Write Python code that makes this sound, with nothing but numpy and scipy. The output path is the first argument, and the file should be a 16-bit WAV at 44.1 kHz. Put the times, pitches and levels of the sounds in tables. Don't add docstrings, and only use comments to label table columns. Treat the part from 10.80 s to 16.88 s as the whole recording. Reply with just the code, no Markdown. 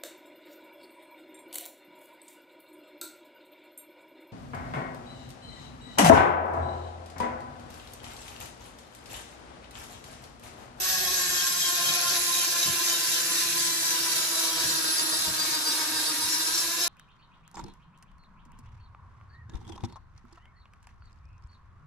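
import sys
import numpy as np
from scipy import signal
from scipy.fft import rfft, irfft, next_fast_len
from scipy.io import wavfile
from scipy.ndimage import map_coordinates

SR = 44100
rng = np.random.default_rng(int(sys.argv[2]) if len(sys.argv) > 2 else 0)


def materialize(psi):
    bounded = np.clip(np.atleast_2d(psi).T, -1, 1)
    quanta = np.round(bounded * 32767).astype(np.int16)
    wavfile.write(sys.argv[1], SR, quanta)


N = 268128
TIME = np.arange(N) / SR

# (t/s, f/Hz)
FIRST_MOTOR_SPEED = [(0.0, 374.7), (0.64, 355.0), (2.57, 338.3), (2.61, 342.4), (3.33, 328.8),
                     (3.94, 326.6), (4.03, 316.4), (5.42, 315.2), (5.49, 325.5), (5.71, 322.7),
                     (5.74, 331.9), (6.08, 348.8)]
SECOND_MOTOR_SPEED = [(0, 369), (.5, 357), (2, 341), (2.8, 340), (4, 323), (5.1, 298), (5.35, 300),
                      (6.08, 342)]
# (t/s, relative level/dB)
WHINE_LEVEL = [(0, -32), (1.2, -36), (2, -36), (3.5, -35.5), (4.8, -35.5), (5.5, -36), (6.08, -37)]
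# (t/s, relative level/dB)
RASP_LEVEL = [(0, -31.5), (1.4, -30), (3.3, -30), (5.1, -32.5), (6.08, -32.5)]
# (f/Hz, gain/dB)
HOUSING_COLOUR = [(105, -79), (270, -7), (520, -8), (830, -7.5), (1260, -5), (1660, 0.8), (2050, -3),
                  (2650, 0.5), (3050, 1.5), (3900, 3.5), (4500, 2.5), (5350, 5.5), (7400, 4.5), (9250, -4),
                  (12100, -1.5), (13000, -1.5), (14600, -8.5)]
# (f/Hz, gain/dB)
LOAD_COLOUR = [(700, 5), (1600, 3), (2900, -2.5), (4200, 2), (5200, 0.5), (6600, -5.5), (9000, 2),
               (14000, -0.5)]
# (cycles per turn, relative level/dB at light load, at heavy load)
GEAR_TONES = [(1, -58, -62), (3, -58, -58), (4, -51.5, -59), (7, -59, -55), (8, -48, -48), (9, -49.5, -52),
              (10, -49, -51), (12, -56, -57), (14, -51, -57), (18, -54, -57), (22, -46.5, -52),
              (24, -50, -43.5), (26, -49, -51), (28, -47.5, -54), (30, -49.5, -54), (32, -48.5, -46),
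              (36, -47.5, -44), (42, -46, -47), (44, -48, -55), (54, -55, -45)]
# (t/s, multiple of motor speed, relative level/dB, length/s)
HOUSING_SQUEALS = [(.6, 9, -35.5, .07), (.845, 9, -33.5, .06), (.857, 11, -35, .025), (1.08, 9, -33.5, .06),
                   (1.099, 11, -35, .02), (1.29, 9, -39, .05), (1.543, 11, -33.5, .022),
                   (1.62, 9, -37, .05), (1.839, 11, -33, .02), (1.88, 9, -38.5, .06), (2.12, 9, -38.5, .06),
                   (2.153, 11, -33, .025), (2.333, 11, -35, .02), (2.38, 9, -40, .05),
                   (2.581, 11, -34, .022), (3.577, 12, -37, .03), (3.857, 12, -37.5, .03),
                   (4.07, 15, -38, .04), (4.15, 16, -36.5, .06), (4.195, 15, -34.5, .04),
                   (4.335, 15, -35, .035), (4.36, 16, -36.5, .05), (4.465, 15, -36.5, .035),
                   (4.612, 15, -31.5, .042), (4.755, 15, -34.5, .04), (4.885, 15, -31, .045),
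                   (4.91, 16, -36, .045), (5.01, 16, -36.5, .04), (5.17, 15, -35.5, .045),
                   (5.29, 15, -38, .04), (5.3, 16, -37, .05), (5.43, 15, -37.5, .04)]
# (t/s, relative level/dB, length/s, ring f/Hz, ring width/Hz)
END_SCRAPES = [(5.43, -36, .03, 5050, 35), (5.515, -32.5, .035, 5600, 90), (5.545, -31.5, .028, 5170, 40),
               (5.59, -35, .05, 5000, 30), (5.63, -34.5, .035, 5620, 110), (5.677, -32.5, .03, 5220, 110),
               (5.749, -27.5, .02, 5480, 280), (5.796, -28, .028, 5400, 230), (5.9, -37, .06, 5400, 150),
               (6.04, -30, .025, 5380, 200)]
# (t/s, relative level/dB)
SOFT_THUDS = [(1.25, -54), (1.85, -48), (1.89, -49), (2.73, -56.5), (2.88, -56.5), (3.19, -57),
              (3.84, -45), (4.39, -56), (4.47, -45), (5.43, -51), (5.78, -60)]
# (f/Hz, gain/dB)
BOOM_COLOUR = [(27, -34), (51, 0.5), (103, 4.5), (163, 2), (232, -1), (405, -5), (1450, -99)]
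# (t/s, relative level/dB)
DRONE_LEVEL = [(0, -57), (4.6, -60.5), (5.4, -67)]
# (f/Hz, phase/rad)
LEFT_PHASE_LEAD = [(0, 0), (330, .5), (1000, 1.5)]
# (f/Hz, difference/dB)
LEFT_MINUS_RIGHT = [(710, -0.5), (1510, 3), (2510, 4.5), (3310, 2), (4210, -7), (4910, 0), (5610, 5.5),
                    (6310, 6.5), (7210, 3), (8610, -1.5), (10510, -5), (12210, -6.5), (13510, -0.5)]


def actuator(speed_table, tight_spot, mount_db, tones_db, light_hz=350, sag_hz=33, screw_ratio=86):
    speed_hz = curves(speed_table)[0]
    load = np.clip((light_hz - speed_hz) / sag_hz, 0, 1)
    screw_turns = np.cumsum(speed_hz) / SR / screw_ratio
    throb = np.cos(2 * np.pi * 2 * (screw_turns - .75))
    rub_db = screw_rub(screw_turns, *tight_spot)
    rub = rub_db - rub_db.mean()
    turns = motor_turns(speed_hz, load, throb, rub)
    tone_gain = undb(under_load(tones_db, load))
    rasp = undb(curves(RASP_LEVEL)[0]) * screw_scrape(gear_rasp(turns), rub_db)
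    rasp = (1 - load) * rasp + load * colour(rasp, LOAD_COLOUR)
    hum = close_by(motor_hum(turns, speed_hz, load, screw_turns, throb, mount_db))
    whine = close_by(tone_gain * commutator_whine(turns, speed_hz, load), direct_db=-6, room_db=-2)
    gears = room(rasp + tone_gain * gear_tones(turns, load, throb, rub))
    return hum + whine + gears, (turns, rub)


def motor_turns(speed_hz, load, throb, rub, hunt=.003, tremble=.003, slip=.0016):
    unrest = tremble * wander(50) + slip * rub - hunt * throb
    unrest *= 1 - .65 * load
    return np.cumsum(speed_hz * (1 + unrest)) / SR


def commutator_whine(turns, speed_hz, load, can_hz=12250, can_db=-43):
    whine = undb(curves(WHINE_LEVEL)[0]) * spin_tone(turns, 32, flutter_db=4.5, play=.75 - .35 * load)
    can_gain = undb(can_db) * bell(speed_hz - 345, width=12)
    return whine + can_gain * ring(can_hz, width_hz=130)


def motor_hum(turns, speed_hz, load, screw_turns, throb, mount_db, board_hz=1060):
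    ripple_db = under_load((-45.5, -46.5), load) + mount_db
    ripple_db += 5.4 * bell(3 * speed_hz - board_hz, width=17)
    ripple_db += under_load((3.2, 2.2), load) * throb
    ripple_db += 2.2 * np.cos(2 * np.pi * 4 * screw_turns)
    hum = undb(under_load((-55.5, -51), load)) * spin_tone(turns, 1, flutter_db=6, play=.13)
    ripple = spin_tone(turns, 3, flutter_db=3.5, play=.08 + .05 * load, flutter_per_s=80)
    return hum + undb(ripple_db) * ripple


def gear_rasp(turns, grit=.5, bunching=.42, worn_db=-9):
    contacts = rng.standard_normal(N) * np.exp(grit * wander(2300))
    contacts *= 1 + bunching * np.cos(2 * np.pi * turns)
    wear = rng.standard_normal((128, 112))
    worn = map_coordinates(wear, [turns / 24, turns % 1 * 112], order=3, mode="grid-wrap")
    worn = colour(worn, [(900, -25), (2500, 0)])
    return unit(colour(unit(contacts) + undb(worn_db) * unit(worn), HOUSING_COLOUR))


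def screw_rub(screw_turns, place, half_width, rise_db):
    turns_away = (screw_turns - place + .5) % 1 - .5
    return rise_db * np.exp(-(turns_away / half_width) ** 4)


def screw_scrape(rasp, rub_db):
    extra_rasp = rasp * (undb(rub_db) - 1)
    lift = colour(extra_rasp, [(900, -14), (3000, -7), (5400, 1.5), (7500, 0), (10000, -6)])
    return colour(rasp, [(50, -30), (200, -4), (850, -2), (1300, 0)]) + lift


def gear_tones(turns, load, throb, rub, throb_db=3, boost_db=2.7):
    tones = 0
    for multiple, light_db, heavy_db in GEAR_TONES:
        db = under_load((light_db, heavy_db + throb_db * throb), load)
        db += rub * min(multiple / 30, 1)
        tone = spin_tone(turns / 2, multiple, flutter_db=5, play=.13 + multiple / 450, flutter_per_s=45)
        tones += undb(db + boost_db) * tone
    return tones


def housing_squeals(turns):
    squeals = 0
    for peak_s, multiple, db, length_s in HOUSING_SQUEALS:
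        tone = spin_tone(turns, multiple, flutter_db=3, play=.09, flutter_per_s=90)
        squeals += swell(peak_s, db, length_s) * tone
    return squeals


def tooth_pings(rub, per_s=40, level_db=-40, ring_s=.008, pitch_range_hz=(3800, 6000)):
    pings, age = np.zeros(N + SR), TIME[:SR // 16]
    envelope = age / ring_s * np.exp(1 - age / ring_s)
    for when, pitch, size in rng.random((int(per_s * TIME[-1]), 3)):
        start, hz = int(when * N), np.interp(pitch, (0, 1), pitch_range_hz)
        pings[start:start + len(age)] += 2 * size * envelope * np.sin(2 * np.pi * hz * age)
    return undb(level_db + rub) * pings[:N]


def end_scrapes(frame_hz=7330, frame_db=-7, grit_db=-8.5):
    contacts = rng.standard_normal(N) * np.exp(.6 * wander(900))
    grit = unit(colour(contacts, [(2500, -25), (5400, 0), (7500, -3), (10000, -20)]))
    frame_and_grit = undb(frame_db) * ring(frame_hz, width_hz=70) + undb(grit_db) * grit
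    return sum(swell(s, db, length_s) * (ring(hz, width_hz) + frame_and_grit)
               for s, db, length_s, hz, width_hz in END_SCRAPES)


def low_background(thuds_per_s=3, thud_db=-60, rise_s=.006, fade_s=.035):
    thud_times = (np.arange(32) + rng.random(32)) / thuds_per_s
    faint_thuds = [(s, thud_db) for s in thud_times if s < TIME[-1]]
    envelope = 0
    for s, db in SOFT_THUDS + faint_thuds:
        age = np.maximum(TIME - s, 0)
        envelope += 2 * undb(db) * np.exp(-age / fade_s) * (1 - np.exp(-age / rise_s))
    centre_noise = rng.standard_normal((2, 1, N))
    boom_noise, rumble_noise = centre_noise + .65 * rng.standard_normal((2, 2, N))
    boom = unit(colour(boom_noise, BOOM_COLOUR))
    drone = colour(boom, [(60, -22), (125, -1), (162, 6), (240, -6)])
    drone *= undb(curves(DRONE_LEVEL)[0] + 4 * wander(18))
    return envelope * boom + drone + low_rumble(rumble_noise)


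def low_rumble(noise, start_db=-53, hold_s=.42, fade_db_per_s=30, floor_db=-76, vary_db=14):
    rumble = unit(colour(noise, [(25, -25), (42, 0), (50, 0), (70, -9), (100, -11), (300, -50)]))
    fading = undb(start_db - fade_db_per_s * np.maximum(TIME - hold_s, 0))
    lingering = undb(floor_db + vary_db * np.tanh(wander(9.2)))
    return (fading + lingering) * rumble


def close_by(x, direct_db=-2, room_db=-6):
    bin_hz = np.arange(N // 2 + 1) * SR / N
    lead = np.interp(bin_hz, *np.transpose(LEFT_PHASE_LEAD))
    direct = irfft(rfft(x) * np.exp(.5j * np.array([lead, -lead])), N)
    return undb(direct_db) * direct + undb(room_db) * room(x)


def room(x, tail_s=.25, scatter_s=.0037, scatter_db=6, sway_per_s=4):
    age = TIME[:SR // 4]
    tail = np.exp(-np.log(1000) * age / tail_s)
    scatter = undb(scatter_db) * np.exp(-age / scatter_s)
    echoes = rng.standard_normal((3, 2, len(age))) * (tail + scatter)
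    echoes /= np.sqrt(np.sum(echoes ** 2, axis=-1, keepdims=True))
    blend = np.array([wander(sway_per_s) for _ in echoes])
    blend /= np.sqrt(np.sum(blend ** 2, axis=0))
    reflected = sum(share * signal.oaconvolve(x[None], paths, axes=1)[:, :N]
                    for share, paths in zip(blend, echoes))
    direct = colour(x, [(390, -3), (1020, -2.5), (1700, -13), (6600, -19)])
    return direct + colour(reflected, [(410, -5), (1500, -.1)])


def spin_tone(turns, multiple, flutter_db, play, flutter_per_s=55):
    cycles = multiple * turns + rng.random() + play * wander(60)
    flutter = undb(flutter_db * np.tanh(wander(flutter_per_s)))
    return np.sqrt(2) * np.sin(2 * np.pi * cycles) * flutter


def ring(hz, width_hz):
    angle = 2 * np.pi * hz * TIME
    return wander(3 * width_hz) * np.sin(angle) + wander(3 * width_hz) * np.cos(angle)


def under_load(levels_db, load):
    light_db, heavy_db = levels_db
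    return light_db + load * (heavy_db - light_db)


def swell(peak_s, db, length_s):
    ticks = TIME[::64]
    return np.interp(TIME, ticks, undb(db) * bell(ticks - peak_s, length_s / 2))


def bell(away, width):
    return np.exp(-.5 * (away / width) ** 2)


def wander(per_s):
    knots = rng.standard_normal(32768)
    return unit(np.interp(TIME * per_s, np.arange(len(knots)), knots))


def colour(x, points):
    hz, db = np.transpose(points)
    size = next_fast_len(N + 4096)
    bin_hz = np.maximum(np.arange(size // 2 + 1) * SR / size, 1)
    gain = undb(np.interp(np.log(bin_hz), np.log(hz), db))
    return irfft(rfft(x, size) * gain, size)[..., :N]


def curves(table):
    times, *columns = np.transpose(table)
    return [np.interp(TIME, times, column) for column in columns]


def unit(x):
    return x / np.sqrt(np.mean(x ** 2))


def undb(db):
    return np.exp(np.asarray(db) * (np.log(10) / 20))


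def scene():
    # (place/turns, half width/turns, rise/dB).
    first, (turns, rub) = actuator(FIRST_MOTOR_SPEED, tight_spot=(.55, .2, 3),
                                   mount_db=-2, tones_db=(-4, -3))
    second, _ = actuator(SECOND_MOTOR_SPEED, tight_spot=(.355, .1, 1.1),
                         mount_db=-8.5, tones_db=(-5, -8))
    squeals = close_by(housing_squeals(turns), direct_db=.5, room_db=-10)
    pings = close_by(tooth_pings(rub))
    return first + second + squeals + pings + close_by(end_scrapes()) + low_background()


def record(dry, top_hz=14700):
    channels = [colour(x, [(hz, side * db / 2) for hz, db in LEFT_MINUS_RIGHT])
                for x, side in zip(dry, (1, -1))]
    return signal.sosfilt(signal.ellip(12, .1, 80, top_hz, fs=SR, output="sos"), channels)


dry = scene()
out = record(dry)
materialize(out)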